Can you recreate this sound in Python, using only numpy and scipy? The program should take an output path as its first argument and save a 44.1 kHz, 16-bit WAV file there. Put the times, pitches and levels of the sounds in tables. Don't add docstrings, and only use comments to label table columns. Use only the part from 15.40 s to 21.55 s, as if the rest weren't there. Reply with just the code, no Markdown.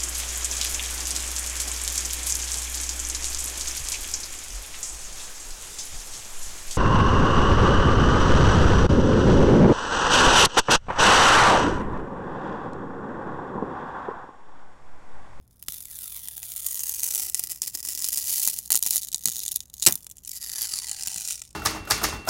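import sys
import numpy as np
from scipy import signal
from scipy.fft import rfft, irfft, next_fast_len
from scipy.io import wavfile
from scipy.ndimage import uniform_filter1d

SR = 44100
rng = np.random.default_rng(int(sys.argv[2]) if len(sys.argv) > 2 else 0)


def to_wav(s):
    ch = np.atleast_2d(s).T
    pcm = np.round(np.clip(ch, -1, 1) * 32767)
    wavfile.write(sys.argv[1], SR, pcm.astype(np.int16))


N = 271215
TIME = np.arange(N) / SR


def amp(db):
    return 10 ** (np.asarray(db) / 20)


def unit_rms(x):
    return x / np.sqrt(np.mean(x ** 2) + 1e-20)


def curves(rows):
    times, *columns = np.transpose(rows)
    return [np.interp(TIME, times, column) for column in columns]


def value_at(points, hz):
    freqs, values = np.transpose(points)
    return np.interp(np.log(hz + 1), np.log(freqs + 1), values)


def add(mix, start_s, sound):
    part = mix[round(start_s * SR):][:len(sound)]
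    part += sound[:len(part)]


def coloured(x, eq, size=2048):
    log_gain = np.log(amp(value_at(eq, abs(np.fft.fftfreq(size, 1 / SR)))))
    taps = np.fft.ifft(np.exp(signal.hilbert(log_gain).conj())).real[:size // 2]
    return signal.fftconvolve(x, taps / np.linalg.norm(taps))[:len(x)]


def tinted(x, body_db, treble_db, body_hz=2350, treble_hz=10700):
    size = next_fast_len(len(x))
    hz, spectrum = np.fft.rfftfreq(size, 1 / SR), rfft(x, size)
    low = 1 / (1 + (hz / body_hz) ** 8)
    high = 1 - 1 / (1 + (hz / treble_hz) ** 12)
    bands = (low, 1 - low - high, high)
    body, mids, treble = (unit_rms(irfft(spectrum * band, size)[:len(x)]) for band in bands)
    return mids + amp(body_db) * body + amp(treble_db) * treble


# freq_hz, gain_db
RUMBLE_EQ = [(20, -4.5), (45, 1), (70, 5), (110, 0), (200, -6), (400, -15.5), (1000, -23.5), (3000, -37.5),
             (9000, -47.5), (16000, -46)]
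# pitch_hz, level_db
HUM_PARTIALS = [(60, -63), (120, -70.5), (180, -77.5)]


def room_tone(rumble_db=-62):
    hum = sum(amp(db) * np.sqrt(2) * np.sin(2 * np.pi * (hz * TIME + rng.random()))
              for hz, db in HUM_PARTIALS)
    rumble = unit_rms(coloured(rng.standard_normal(N), RUMBLE_EQ, size=8192))
    return hum + amp(rumble_db) * rumble


# time_s, level_db, slips_per_s
FIRST_WING_PULL = [(.03, -67.5, 41), (.27, -54, 86), (.3, -35, 600), (.47, -42.5, 840), (.65, -35, 1200),
                   (.92, -39.5, 1180), (1.4, -30.5, 670), (1.82, -26, 930), (2.16, -43, 540),
                   (2.45, -31.5, 600), (2.7, -30.5, 1000), (3.04, -21, 1130), (3.25, -43.5, 170),
                   (3.55, -23.5, 445), (3.73, -45.5, 107), (3.98, -29.5, 188), (4.17, -35, 223),
                   (4.29, -65, 180), (4.46, -24, 155)]
SECOND_WING_PULL = [(4.612, -50.5, 130), (4.81, -62, 150), (4.882, -37.5, 297), (5.1, -36, 570),
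                    (5.299, -30.5, 1030), (5.5, -36, 550), (5.91, -32.5, 1200), (5.98, -42, 560),
                    (6.141, -60.5, 73)]


def pull():
    return curves(FIRST_WING_PULL + SECOND_WING_PULL)


def fracture(scatter_s, scatter_db, tail_s, tail_db, size=1024):
    t = np.arange(size) / SR
    scatter, tail = rng.standard_normal((2, size)) * np.exp(-t / np.array([[scatter_s], [tail_s]]))
    wave = amp(scatter_db) * scatter / np.linalg.norm(scatter)
    wave += amp(tail_db) * tail / np.linalg.norm(tail)
    wave[0] += 1
    return wave / np.linalg.norm(wave)


def avalanches(cracks_per_s=4400, burst_s=.0013, creep=.14, first_crack=2.7):
    def impulses(per_s, spread_db):
        return (rng.random(N) < per_s / SR) * amp(spread_db * np.minimum(rng.exponential(1, N), 3))

    _, slips_per_s = pull()
    slips = impulses(slips_per_s, spread_db=5)
    activity = creep + signal.lfilter([1], [1, -np.exp(-1 / (burst_s * SR))], slips)
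    cracks = impulses(cracks_per_s, spread_db=4)
    clicks = (activity * cracks + first_crack * slips) * rng.choice([-1, 1], N)
    spots = [fracture(scatter_s=.0003, scatter_db=-4, tail_s=.0025, tail_db=-12) for _ in range(16)]
    spot = rng.integers(0, len(spots), N)
    return sum(signal.oaconvolve(clicks * (spot == k), wave)[:N] for k, wave in enumerate(spots))


def resonate(x, hz, width_hz):
    r = np.exp(-np.pi * width_hz / SR)
    if np.ndim(hz) == 0:
        return 2 * signal.lfilter([1 - r], [1, -r * np.exp(2j * np.pi * hz / SR)], x + 1e-18).real
    turn = np.exp(2j * np.pi * np.cumsum(hz) / SR)
    return 2 * (turn * signal.lfilter([1 - r], [1, -r], x * turn.conj() + 1e-18)).real


# pitch_ratio, width_hz, gain_db
FLAP_MODES = [(1, 75, 11), (2.08, 110, 7), (3.5, 200, 2), (5.6, 320, -3)]
# time_s, bend_hz, ring_hz, strip_gain_db, low_ring_gain_db
FIRST_WING_FLAP = [(.28, 5070, 7360, -37, 8.5), (.6, 1530, 7600, -8.5, 9.5), (.8, 1030, 6940, -17, 16.5),
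                   (1.2, 607, 7000, 2.5, 13), (1.6, 443, 6400, -1, -30), (2, 340, 5030, -2.5, 0.5),
                   (2.6, 300, 5220, -1, -10), (3.05, 264, 4300, -16.5, -20.5), (3.6, 217, 3760, -1.5, -7.5),
                   (4.44, 220, 3720, 5, -21.5)]
SECOND_WING_FLAP = [(4.521, 3550, 6200, -11, -13.5), (4.83, 3320, 5800, -17, -18),
                    (4.97, 1916, 4800, 4, -23), (5.17, 1747, 4700, 3.5, -32),
                    (5.33, 1355, 4650, 9.5, -17.5), (5.55, 775, 4370, 1.5, -9),
                    (5.72, 750, 6000, -6.5, -12), (6.1, 638, 5380, -3, 3)]


def flap(x, ring_db=3.5, upper_db=3.5, bending_db=4, tip_hz=7250):
    rows = FIRST_WING_FLAP + SECOND_WING_FLAP
    _, ring_hz, strip_db, low_db = curves(rows)
    bend_hz = 1 / curves([(s, 1 / hz) for s, hz, *_ in rows])[0]
    upper_hz = 9750 * (bend_hz / 1000) ** .25
    strip = amp(ring_db) * resonate(x, ring_hz, width_hz=480)
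    strip += amp(upper_db) * resonate(x, upper_hz, width_hz=650)
    low_ring = amp(low_db) * resonate(x, .48 * ring_hz, width_hz=380)
    bending = sum(amp(db) * resonate(x, np.minimum(ratio * bend_hz, SR / 2), width_hz)
                  for ratio, width_hz, db in FLAP_MODES)
    bending /= np.hypot(1, .75 * bend_hz / 1000)
    second_wing = TIME > SECOND_WING_FLAP[0][0]
    tip = resonate(x * second_wing, tip_hz, width_hz=500)
    return x + amp(strip_db) * strip + low_ring + tip + amp(bending_db) * bending


# pitch_hz, width_hz, gain_db
PLATE_RINGS = [(380, 20, 1), (890, 39, 0), (1270, 41, -13), (1942, 66, 4.5), (2950, 300, -6)]


def plate(x, free_at_s=1.86):
    bared = np.clip(TIME / free_at_s, 0, 1) ** 2
    return x + sum(amp(db) * resonate(bared * x, hz, width_hz) for hz, width_hz, db in PLATE_RINGS)


# start_s, length_s
STALL_CUES = [(1.9, 0.043), (2.075, 0.012), (2.188, 0.028), (2.31, 0.025), (2.406, 0.022), (3.278, 0.014),
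              (3.392, .031), (3.691, 0.026), (4.182, 0.027), (4.981, 0.019)]
# start_s, length_s, level_db
SURGE_CUES = [(1.156, 0.012, -25), (2.092, 0.035, -28), (2.216, 0.015, -28), (2.269, 0.014, -30),
              (2.346, 0.019, -27.5), (3.32, 0.053, -24.5), (3.537, 0.016, -28), (3.869, 0.016, -23.5),
              (4.487, 0.046, -23.5), (5.159, 0.036, -27.5)]


def stick_and_slip(stall_db=-12.5, run_on_db=-18.5, run_on_decay_s=.0081, fade_s=.0059):
    stuck, freed = np.zeros((2, N))
    t = np.arange(SR // 8) / SR
    attack = np.minimum(t / fade_s, 1)
    for start_s, length_s in STALL_CUES:
        add(stuck, start_s, attack * (t < length_s))
    for start_s, db, *_ in SNAP_CUES:
        add(freed, start_s, amp(db + run_on_db) * np.exp(-t / run_on_decay_s))
    for start_s, length_s, db in SURGE_CUES:
        release = np.exp(-np.maximum(t - length_s, 0) / fade_s)
        add(freed, start_s, amp(db) * attack * release)
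    pull_db, _ = pull()
    return amp(stall_db * stuck) * np.hypot(amp(pull_db), freed)


# freq_hz, gain_db
CRACK_EQ = [(40, -14), (150, -19.5), (500, -20.5), (1200, -16.5), (2200, -13), (3200, -11), (4500, -5),
            (6500, 0.5), (9500, -2.5), (12000, -12), (16000, -13)]
# time_s, body_db, treble_db
FIRST_WING_TONE = [(.1, -23, 3.5), (.35, -13, 6), (.8, -13, 10), (1.6, -23.5, 3.5), (2.4, -22.5, 1.5),
                   (3.1, -30.5, 1.5), (4.1, -27.5, 0.5), (4.42, -26.5, 0)]
SECOND_WING_TONE = [(4.52, -24, 3.5), (4.9, -24.5, -1.5), (5.12, -14, -2.5), (5.6, -20, -10.5),
                    (5.9, -24, -6), (6.099, -33, -11)]


def crackle(trim_db=-.76, body_trim_db=1, treble_trim_db=2, grip_depth_db=3.5, grip_s=.011):
    body_db, treble_db = curves(FIRST_WING_TONE + SECOND_WING_TONE)
    grip = uniform_filter1d(rng.standard_normal(N), round(grip_s * SR))
    grip = unit_rms(uniform_filter1d(grip, size=400))
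    ringing = plate(flap(coloured(avalanches(), CRACK_EQ)))
    sound = tinted(ringing, body_db + body_trim_db, treble_db + treble_trim_db)
    power = uniform_filter1d(uniform_filter1d(sound ** 2, size=900), size=900)
    levelled = sound / np.sqrt(abs(power) + 1e-6)
    return amp(trim_db + grip_depth_db * np.tanh(grip)) * stick_and_slip() * levelled


# start_s, level_db, body_db, treble_db
SNAP_CUES = [(0.2258, -16.5, -21.5, -2.5), (0.2835, -7, -20, -14.5), (0.8846, -13.5, -31, -8.5),
             (1.0302, -18, -23, -12), (1.2648, -3, -31, -0.5), (1.3438, -10, -44, -4),
             (1.3936, -14, -33, -24), (1.494, -6, -42, -7.5), (1.6327, -4, -36, -15.5),
             (1.6802, -11, -54, -8), (1.71, -8, -52, -13), (1.7486, -2.5, -54, -10.5),
             (1.9451, -0.5, -41, -20), (1.9935, -6, -42, -10), (2.0375, -6, -39, -8.5),
             (2.2188, -4, -47, -22), (2.3506, -8.5, -36, -19), (2.4869, -8, -29.5, -10.5),
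             (2.643, -5, -40, -43), (2.6866, -2, -50, -8), (2.7302, -5, -47, -2), (2.7731, -3.5, -45, -20),
             (3.051, -4, -49, -17), (3.0747, 5.5, -34, -9), (3.1872, -9, -57, -16),
             (3.3039, -0.5, -29.5, -11), (3.3192, 6, -48, -11), (3.3453, -2.5, -34.5, -32),
             (3.3549, -1, -58, -23), (3.3892, -13, -46, -4), (3.4257, -1.5, -39.5, -15.5),
             (3.4625, -2, -23.5, -3), (3.508, -0.5, -49.5, -8), (3.5582, 1.5, -33, -5),
             (3.717, -17, -49, -15), (3.7277, -14, -46, -21), (3.7448, -2, -43, -37),
             (3.8563, 1, -37.5, -30.5), (3.8838, -6.5, -31, -14), (4.0022, -14, -56, -26),
             (4.0798, -7.5, -53, -31), (4.117, -7, -52, -8), (4.1595, -0.5, -57, -5.5),
             (4.2042, -15, -36.5, -17), (4.339, -21, -50, -6), (4.423, -7, -44, -40), (4.555, -7.5, -42, 6),
             (4.6672, -22, -41.5, -35), (4.7117, -23.5, -40, -32), (4.782, -26, -41, -33),
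             (4.8489, -21, -51, -36), (4.9656, -20.5, -48, -17), (5.1307, -26, -31, -23),
             (5.2174, -4, -42, 6), (5.5136, -9, -41, -41), (5.672, -7.5, -30.5, -11),
             (5.7597, -13, -31.5, -29), (5.9065, -14, -32, -36), (6.0182, -17, -30.5, -34.5)]
# freq_hz, gain_db
SNAP_EQ = [(40, -19), (200, -32.5), (700, -32.5), (1800, -28), (3000, -12), (4500, -4), (7500, 6.5),
           (10500, 5), (16000, -3.5)]


def snaps(trim_db=3.5, body_trim_db=12, treble_trim_db=14):
    out = np.zeros(N)
    for start_s, db, body_db, treble_db in list(SNAP_CUES) + small_snap_cues():
        crack = coloured(fracture(scatter_s=.00071, scatter_db=0, tail_s=.0017, tail_db=-2), SNAP_EQ)
        sound = tinted(np.pad(crack, 32), body_db + body_trim_db, treble_db + treble_trim_db)
        add(out, start_s, amp(db + trim_db) * sound / np.linalg.norm(sound))
    return plate(flap(out, ring_db=10, upper_db=-19.5))


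def small_snap_cues(count=64, trim_db=4, follow=.52, spread_db=2, body_trim_db=-13, treble_trim_db=-14):
    first_s, last_s = FIRST_WING_PULL[2][0], SECOND_WING_PULL[-2][0]
    pull_db, _ = pull()
    body_db, treble_db = curves(FIRST_WING_TONE + SECOND_WING_TONE)
    jitter, size = rng.random((count, 2)).T
    start_s = first_s + (last_s - first_s) * (np.arange(count) + jitter) / count
    at = (start_s * SR).astype(int)
    level_db = trim_db + follow * pull_db[at] + spread_db * (2 * size - 1)
    cues = zip(start_s, level_db, body_db[at] + body_trim_db, treble_db[at] + treble_trim_db)
    return [cue for cue in cues
            if not any(0 < cue[0] - stall_s < length_s for stall_s, length_s in STALL_CUES)]


# start_s, level_db, decay_s
THUMP_CUES = [(0.2814, -40.5, 0.01), (3.066, -48, 0.013), (3.86, -40, 0.02), (4.472, -31, 0.027),
              (5.67, -46, 0.011), (5.757, -47.5, 0.017)]
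# freq_hz, gain_db
THUMP_EQ = [(25, -14), (55, -3), (110, 0), (185, 0), (270, -11), (500, -24), (2000, -50)]


def thumps():
    out, t = np.zeros(N), np.arange(SR // 4) / SR
    for start_s, db, decay_s in THUMP_CUES:
        shake = rng.standard_normal(len(t)) * np.exp(-t / decay_s)
        add(out, start_s, amp(db) * coloured(shake, THUMP_EQ))
    return out


# start_s, gain_db, decay_s
SLAP_CUES = [(4.4639, 0, .001), (4.4676, -4, .0011), (4.4687, -3, .0015), (4.4727, -8, .001),
             (4.474, -3, .0013), (4.4854, -7, .0008)]
# freq_hz, gain_db
SMACK_EQ = [(40, -33), (150, -54), (350, 2), (600, -16), (1300, -14), (2500, -0.5), (5500, 4), (10500, 6.5),
            (16000, -10.5)]
THUD_EQ = [(30, -26), (80, -19), (175, -3.5), (250, -9), (365, -3), (520, -6.5), (900, -2.5), (1400, -8.5),
           (2000, -4.5), (4000, -16), (10000, -24)]


def slap(smack_db=2.5, thud_db=-28, thud_decay_s=.016, knock_hz=182.5, knock_db=-30.5):
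    out, t = np.zeros(N), np.arange(SR // 5) / SR
    for start_s, db, decay_s in SLAP_CUES:
        crack, push = rng.standard_normal((2, len(t)))
        smack = amp(smack_db) * coloured(crack * np.exp(-t / decay_s), SMACK_EQ)
        thud = amp(thud_db) * coloured(push * np.exp(-t / thud_decay_s), THUD_EQ)
        add(out, start_s, amp(db) * (smack + thud))
    knock = np.exp(-t / .027) * np.sin(2 * np.pi * knock_hz * t)
    add(out, SLAP_CUES[1][0], amp(knock_db) * knock)
    return out


# freq_hz, t60_s
ROOM_DECAY = [(100, 0.18), (1000, 0.38), (5000, 0.11), (16000, 0.15)]


def room(x, early_db=-14, early_decay_s=.004, tail_db=-25, echoes_per_s=2500):
    t = np.arange(SR // 3) / SR
    signs = rng.choice([-1., 1.], (2, len(t)))
    early, tail = signs * (rng.random((2, len(t))) < echoes_per_s / SR) * (t > .001)
    early *= np.exp(-t / early_decay_s)
    hz, frame_s, frames = signal.stft(tail, SR, nperseg=256)
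    fade = amp(-60 * frame_s / value_at(ROOM_DECAY, hz)[:, None])
    tail = signal.istft(frames * fade, SR, nperseg=256)[1][:len(t)]
    echo = amp(early_db) * early / np.linalg.norm(early) + amp(tail_db) * tail / np.linalg.norm(tail)
    return x + signal.fftconvolve(x, echo)[:N]


def scene():
    action = crackle() + snaps() + slap() + thumps()
    return (room(action) + room_tone())[None]


def record(dry, cutoff_hz=16150):
    lowpass = signal.firwin(401, cutoff_hz, window=("kaiser", 8), fs=SR)
    return signal.oaconvolve(np.clip(dry, -1, 1), lowpass[None], "same")


dry = scene()
out = record(dry)
to_wav(out)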